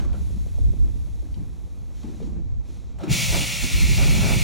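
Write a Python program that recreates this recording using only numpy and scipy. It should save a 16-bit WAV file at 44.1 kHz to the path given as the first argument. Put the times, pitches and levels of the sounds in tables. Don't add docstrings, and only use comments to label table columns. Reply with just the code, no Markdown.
import sys
import numpy as np
from scipy import signal
from scipy.fft import rfft, irfft, next_fast_len
from scipy.io import wavfile
from scipy.ndimage import uniform_filter1d, map_coordinates

SR = 44100
rng = np.random.default_rng(int(sys.argv[2]) if len(sys.argv) > 2 else 0)


def dump(signal):
    limited = np.clip(np.atleast_2d(signal).T, -1, 1)
    pcm = np.round(limited * 32767).astype(np.int16)
    wavfile.write(sys.argv[1], SR, pcm)


N = 195495

# frequency in Hz, relative density in dB.
JET_SPECTRUM = [(2400, -9.5), (3100, 0), (3500, 0), (3800, -0.5), (4200, 0.5), (4700, -3.5), (5150, -3),
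                (5700, 2.5), (6400, -2), (7200, -1.5), (8100, -6.5), (10500, -8.5), (13000, -15),
                (16000, -10.5)]
# frequency in Hz, relative density in dB.
THROAT_SPECTRUM = [(700, -29), (1300, -15), (1600, -19.5), (1850, -9.5), (2130, -2.5), (2400, 2),
                   (2700, -0.5), (3000, -25), (3600, -26)]
# frequency in Hz, relative level in dB.
PIPE_RESONANCES = [(2110, -48), (2308, -41.5), (2455, -47), (2630, -59), (2857, -46), (2170, -55),
                   (3484, -48), (4220, -52.5), (4258, -50), (4730, -48), (5430, -49.5), (2786, -53),
                   (6990, -51.5), (7219, -46.5)]
# frequency in Hz, side minus mid in dB.
HISS_SIDE = [(1200, 0.5), (2000, -69), (3000, -9.5), (4500, -18), (7200, -45), (8600, 8.5), (11000, -15),
             (13000, 10.5), (16000, 1)]
JET_OPEN_S, JET_RISE_S, JET_DB, JET_SURGE_DB = 3.066, 0.064, -32.5, 5.5
PIPE_OPEN_S, PIPE_RISE_S = 3.05, 0.07
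THROAT_DB, THROAT_SURGE_DB, RING_DB, RING_SURGE_DB = -34.5, 1.9, -37, 2
CRACK_S, CRACK_RISE_S, CRACK_DB = 2.975, 0.044, -32
SETTLE_S = 0.37

# start in seconds, pitch in Hz, peak in dB,
# rise in seconds, t60 in seconds, starting pitch offset in octaves.
THUDS = [(0.125, 1417, -48.5, 0.022, 0.095, -0.036), (2.034, 770, -49.5, .006, 0.085, 0.046),
         (2.03, 256.6, -30.5, 0.018, 0.049, -0.16), (2.205, 454, -37, 0.018, 0.087, 0.0085),
         (3.002, 660, -35.5, 0.0066, .06, .1), (3.027, 322, -27.5, 0.016, 0.063, 0.069),
         (3.064, 301, -26.5, 0.02, 0.045, 0.19), (3.086, 170, -12, 0.0306, 0.016, -.9)]
# frequency in Hz, t60 in seconds.
CAB_DECAY = [(100, 0.39), (1000, 0.43), (4000, 0.15), (12000, 0.041)]

# start in seconds, relative scrape level in dB, peak of the ring in dB.
NOTCHES = [(0.0, -35, -48), (0.045, -41, -60), (0.129, -40, -52), (1.342, -56, -41.5), (2.03, -45.5, -54),
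           (2.225, -47, -47), (2.983, -42, -60), (3.005, -47, -50), (3.033, -33, -39)]
# frequency in Hz, relative level in dB, t60 in seconds.
BRASS_MODES = [(3050, -5, 0.042), (3240, -1, 0.048), (3910, -1, 0.043), (4470, 1.5, .03), (5560, -7, 0.042)]
# frequency in Hz, gain in dB.
SCRAPE_SPECTRUM = [(300, 7.5), (900, 5), (2200, -5), (4500, -12.5), (7000, -9), (12000, -22)]
CLICK_T60_S, SCRAPE_T60_S = 0.037, .1

# start in seconds, open time in seconds,
# leak in dB and fizz in dB before they sag.
PORTS = [(-.11, 0.13, -55, -67.5), (0.08, 2.17, -57, -62.5), (1.88, 0.39, -58.5, -71),
         (2.6, .16, -58.5, -69), (2.79, 0.095, -64.5, -91)]
# frequency in Hz, relative density in dB.
LEAK_SPECTRUM = [(900, -1), (1600, -4), (2300, 1.5), (3000, -1.5), (4000, 2), (4900, -2.5), (5600, 0.5),
                 (6400, 0), (7400, 0), (8300, -10.5), (10000, -15)]
# frequency in Hz, relative density in dB.
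FIZZ_SPECTRUM = [(6500, -4.5), (8300, -3.5), (11500, 0), (13000, -13), (16000, -14)]
PORT_OPEN_S, PORT_SAG_DB_PER_S, PORT_CLOSE_DB_PER_S = 0.12, 6, 85
SHUT_LEAK_DB, SHUT_FIZZ_DB = -68.5, -82

# start in seconds, length in seconds, flutter in dB and low buffet in dB
GUSTS = [(-.035, 0.037, -46.5, -41), (0.08, 0.073, -51, -50), (2.985, 0.17, -43.5, -54),
         (3.17, 0.26, -46, -33), (3.31, 0.045, -33, -37), (3.6, 0.022, -51, -42), (3.75, 0.026, -55, -47),
         (3.79, 0.073, -62, -31), (3.87, 0.76, -58, -29.5), (3.965, 0.063, -35, -36),
         (4.05, 0.15, -40.5, -37), (4.2, 0.12, -34, -35)]
# frequency in Hz, relative density in dB.
FLUTTER_SPECTRUM = [(300, -3.5), (420, 2.5), (480, -7.5), (540, 7.5), (590, 0.5), (650, 3.5), (760, -2.5),
                    (880, 1.5), (1080, -11), (1400, -4.5), (1700, -14), (4000, -16.5)]
# frequency in Hz, relative density in dB.
BUFFET_SPECTRUM = [(70, -16), (110, 6.5), (150, 3), (195, 0.5), (215, -8), (250, -22.5)]
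GUST_RISE_S, GUST_FALL_DB_PER_S = 0.025, 156
FLUTTER_REST_DB, BUFFET_REST_DB = -48.5, -40

# time in seconds, level in dB before the knock's quick decay.
KNOCKS = [(0.143, -29.5), (0.305, -33), (0.464, -33), (0.584, -30), (0.623, -40), (0.737, -29),
          (1.226, -38.5), (2.044, -54), (2.203, -30)]

# start in seconds,
# length in seconds, rub in dB and hollow boom in dB before they waver.
SHUDDERS = [(-.03, 0.092, -41.5, -44.5), (.07, 0.15, -49, -42), (.31, 0.1, -51, -41), (.57, 0.23, -47, -45),
            (.83, 0.023, -40.5, -47.5), (.94, 0.035, -49.5, -47), (1.21, 0.021, -45.5, -59),
            (1.35, 0.063, -47, -41), (2.025, 0.085, -40, -43), (2.18, 0.11, -42, -39.5),
            (2.34, 0.034, -41, -39), (2.67, 0.027, -48, -66), (3.01, 0.11, -36.5, -37.5),
            (3.3, 0.12, -39.5, -43), (3.61, 0.032, -36, -45), (3.73, 0.29, -41, -41.5),
            (4.03, .33, -36, -30.5)]
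# frequency in Hz, relative density in dB.
LOW_RUB_SPECTRUM = [(180, -6.5), (235, 3.5), (300, 0), (350, -3.5), (430, -12), (520, -25.5)]
# frequency in Hz, relative density in dB.
HIGH_RUB_SPECTRUM = [(330, -26), (450, 3), (560, -1.5), (800, -4.5), (1100, -11), (1500, -17.5),
                     (2500, -18.5)]
# frequency in Hz, relative density in dB.
BOOM_SPECTRUM = [(100, -14.5), (140, -1.5), (205, -1.5), (240, -19)]
# frequency in Hz, side minus mid in dB.
BOOM_WIDTH = [(100, 9), (240, 0.5)]
SHUDDER_RISE_S, SHUDDER_FALL_DB_PER_S = 0.029, 130
LOW_RUB_REST_DB, HIGH_RUB_REST_DB = -54, -61
HIGH_RUB_SHARE_DB = -15.5

# time in seconds, level in dB.
DRAUGHT = [(0.0, -31), (0.47, -30.5), (0.49, -37.5), (0.69, -21), (0.74, -33.5), (0.84, -25.5),
           (0.88, -32.5), (1.91, -43), (2.58, -32.5), (2.64, -41.5), (3.01, -39), (3.05, -65), (3.12, -27),
           (3.18, -57), (3.31, -29), (3.53, -45), (3.65, -31.5), (3.7, -50), (3.75, -25), (4.43, -30)]
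# frequency in Hz, relative density in dB.
RUMBLE_SPECTRUM = [(15, -46), (25, -15), (33, -24.5), (43, -4.5), (56, 2.5), (72, -4), (100, -8.5),
                   (140, -28.5)]
# frequency in Hz, side minus mid in dB.
LOW_WIDTH = [(25, 25), (40, 18), (60, 2), (110, 5), (190, -3.5), (260, -9), (400, -9), (700, -7.5),
             (1200, 3), (2000, -16)]
BUFFET_DB, BUFFET_GROWS = -44, 0.36

TOP_HZ = 15850


def exhaust():
    jet = rush(lambda hz: shape(JET_SPECTRUM, hz) * echoes(hz, ripple_db=3.0, spacing_hz=44.17), HISS_SIDE)
    throat = rush(lambda hz: shape(THROAT_SPECTRUM, hz) * echoes(hz, ripple_db=5.0, spacing_hz=21.9), HISS_SIDE)
    ring = rush(lambda hz: pipework(hz, width_hz=20), HISS_SIDE)
    jet = amp(JET_DB) * flow(JET_OPEN_S, JET_RISE_S, JET_SURGE_DB) * jet
    throat = amp(THROAT_DB) * flow(PIPE_OPEN_S, PIPE_RISE_S, THROAT_SURGE_DB) * throat
    ring = amp(RING_DB) * flow(PIPE_OPEN_S, PIPE_RISE_S, RING_SURGE_DB) * ring
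    flicker = amp(0.35 * wobble(35))
    return flicker * (jet + throat + ring)


def pipework(hz, width_hz):
    power = sum(amp(db) ** 2 / (1 + (2 * (hz - f) / width_hz) ** 2) ** 2 for f, db in PIPE_RESONANCES)
    return np.sqrt(power)


def flow(open_s, rise_s, surge_db):
    since = np.maximum(np.arange(N) / SR - open_s, 0)
    opening_db = CRACK_DB * (1 - rise(open_s, rise_s))
    settling_db = surge_db * np.exp(-(since / SETTLE_S) ** 2)
    return rise(CRACK_S, CRACK_RISE_S) * amp(opening_db + settling_db)


def thuds():
    out, t = np.zeros(N), np.arange(SR // 3) / SR
    for s, hz, db, rise_s, t60, glide in THUDS:
        octaves = glide * np.exp(-t / 0.0212) + 0.089 * wobble(120)[:len(t)]
        pitch = hz * 2 ** octaves
        swell = np.minimum(t / rise_s, 1) ** 1.4
        decay = amp(db - 60 * np.maximum(t - rise_s, 0) / t60)
        add(out, s, swell * decay * np.sin(2 * np.pi * np.cumsum(pitch) / SR))
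    return in_cab(out, wet_db=-10.5)


def handle():
    rings, scrapes, t = np.zeros(N), np.zeros(N), np.arange(SR // 4) / SR
    brass = sum(amp(level - 60 * t / t60) * np.sin(2 * np.pi * hz * t) for hz, level, t60 in BRASS_MODES)
    for s, scrape_db, ring_db in NOTCHES:
        grains = rng.standard_normal(len(t)) * amp(2.6 * wobble(240)[:len(t)])
        stroke = grains * (1 - np.exp(-t / 0.002)) * amp(-60 * t / SCRAPE_T60_S)
        click = grains * amp(-60 * t / CLICK_T60_S)
        ring = signal.fftconvolve(click, brass)[:len(t)]
        add(rings, s, amp(ring_db) * ring / np.abs(ring).max())
        add(scrapes, s, amp(scrape_db + 1.0) * stroke)
    scrapes = filtered(scrapes, lambda hz: shape(SCRAPE_SPECTRUM, hz))
    return in_cab(rings + scrapes, wet_db=-8)


def seep():
    leak_power, fizz_power = swells(PORTS, PORT_OPEN_S, PORT_CLOSE_DB_PER_S, PORT_SAG_DB_PER_S)
    leak = rush(lambda hz: shape(LEAK_SPECTRUM, hz) * echoes(hz, ripple_db=1.8, spacing_hz=200), HISS_SIDE)
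    fizz = band(FIZZ_SPECTRUM, HISS_SIDE)
    leak_gain = np.sqrt(leak_power + amp(SHUT_LEAK_DB) ** 2)
    fizz_gain = np.sqrt(fizz_power + amp(SHUT_FIZZ_DB) ** 2)
    return leak_gain * leak + fizz_gain * fizz


def gusts():
    flutter_power, buffet_power = swells(GUSTS, GUST_RISE_S, GUST_FALL_DB_PER_S)
    opened = rise(JET_OPEN_S, JET_RISE_S)
    flutter_gain = np.sqrt(flutter_power + opened * amp(FLUTTER_REST_DB) ** 2)
    buffet_gain = np.sqrt(buffet_power + opened * amp(BUFFET_REST_DB) ** 2)
    flutter = flutter_gain * band(FLUTTER_SPECTRUM, LOW_WIDTH, steady=0.43)
    buffet = buffet_gain * band(BUFFET_SPECTRUM, LOW_WIDTH, steady=1.0)
    return amp(1.0 * wobble(140) + 0.7 * wobble(30)) * flutter + amp(0.44 * wobble(55)) * buffet


def knocks():
    out, t = np.zeros(N), np.arange(SR // 10) / SR
    for (s, db), pitch in zip(KNOCKS, rng.standard_normal(len(KNOCKS))):
        hz = 300 * np.exp(.08 * pitch) * (1 + 1.43 * np.exp(-t / 0.0029))
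        contact = 1 - np.exp(-(t / 0.0014) ** 2)
        decay = amp(db - 60 * t / 0.029)
        add(out, s - .001, decay * contact * np.sin(2 * np.pi * np.cumsum(hz) / SR))
    return in_cab(out, wet_db=-11.0)


def shudders():
    power, boom_power = swells(SHUDDERS, SHUDDER_RISE_S, SHUDDER_FALL_DB_PER_S)
    unevenness = amp(1.06 * wobble(70))
    low_gain = np.sqrt(power + amp(LOW_RUB_REST_DB) ** 2)
    high_gain = np.sqrt(power * amp(HIGH_RUB_SHARE_DB) ** 2 + amp(HIGH_RUB_REST_DB) ** 2)
    low_rub = low_gain * band(LOW_RUB_SPECTRUM, LOW_WIDTH, steady=1)
    high_rub = high_gain * band(HIGH_RUB_SPECTRUM, LOW_WIDTH, steady=1)
    boom = np.sqrt(boom_power) * band(BOOM_SPECTRUM, BOOM_WIDTH, steady=0.58)
    return unevenness * (low_rub + high_rub + boom)


def draught():
    strength_db, = curves(DRAUGHT)
    rumble = amp(strength_db) * band(RUMBLE_SPECTRUM, LOW_WIDTH, steady=0.44)
    rumble = rumble * amp([[-.9], [.9]])
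    buffet_db = BUFFET_DB + BUFFET_GROWS * (strength_db - strength_db.mean())
    eddies = unit(amp(1.6 * wobble(55)) * band(BUFFET_SPECTRUM, LOW_WIDTH, steady=0.31))
    return rumble + amp(buffet_db) * eddies


def in_cab(x, wet_db):
    hz, t, z = signal.stft(rng.standard_normal((2, SR // 3)), SR, nperseg=256)
    decay = amp(-60 * t / along(CAB_DECAY, hz)[:, None])
    tail = signal.istft(z * decay, SR, nperseg=256)[1]
    tail = tail / np.linalg.norm(tail[0])
    return x + amp(wet_db) * signal.fftconvolve(x[None], tail, axes=1)[:, :N]


def echoes(hz, ripple_db, spacing_hz):
    knots = rng.standard_normal(SR // 8)
    return amp(ripple_db * np.tanh(map_coordinates(knots, [hz / spacing_hz], mode="mirror")))


def rise(start_s, rise_s):
    return np.sin(np.pi / 2 * np.clip((np.arange(N) / SR - start_s) / rise_s, 0, 1)) ** 2


def swells(rows, rise_s, fall_db_per_s, sag_db_per_s=0):
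    power = 0
    for s, length, *levels in rows:
        t = np.arange(N) / SR - s
        sag_db = sag_db_per_s * np.clip(t, 0, length)
        fall_db = fall_db_per_s * np.maximum(t - length, 0)
        envelope = rise(s, rise_s) * amp(-sag_db - fall_db)
        power = power + np.outer(amp(levels), envelope) ** 2
    return power


def rush(colour, width, steady=0):
    pair = filtered(rng.standard_normal((2, N)), colour)
    swell = np.sqrt(np.abs(uniform_filter1d(pair ** 2, size=SR // 10, axis=1)) + 1e-20)
    mid, side = unit(pair / swell ** min(steady, 1))
    side = filtered(side, lambda hz: amp(along(width, hz)))
    return np.array([mid + side, mid - side])


def band(points, width, steady=0):
    return rush(lambda hz: shape(points, hz), width, steady)


def shape(points, hz):
    below = np.maximum(np.log2(points[0][0] / (hz + 1)), 0)
    above = np.maximum(np.log2((hz + 1) / points[-1][0]), 0)
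    return amp(along(points, hz) - 24 * (below + above))


def along(points, hz):
    f, v = np.transpose(points)
    return np.interp(np.log(hz + 1), np.log(f + 1), v)


def curves(rows):
    s, *cols = np.transpose(rows)
    return [np.interp(np.arange(N) / SR, s, c) for c in cols]


def wobble(rate):
    return map_coordinates(rng.standard_normal(int(N * rate / SR) + 4), [np.arange(N) * rate / SR])


def filtered(x, response):
    m = next_fast_len(N + SR // 2)
    return irfft(rfft(x, m) * response(np.fft.rfftfreq(m, 1 / SR)), m)[..., :N]


def add(track, s, sound):
    part = track[..., round(s * SR):][..., :sound.shape[-1]]
    part += sound[..., :part.shape[-1]]


def amp(db):
    return 10 ** (np.asarray(db) / 20)


def unit(x):
    return x / np.sqrt(np.mean(x ** 2) + 1e-20)


def scene():
    return exhaust() + thuds() + handle() + seep() + gusts() + knocks() + shudders() + draught()


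def record(dry):
    return filtered(dry, lambda hz: hz < TOP_HZ)


dry = scene()
out = record(dry)
dump(out)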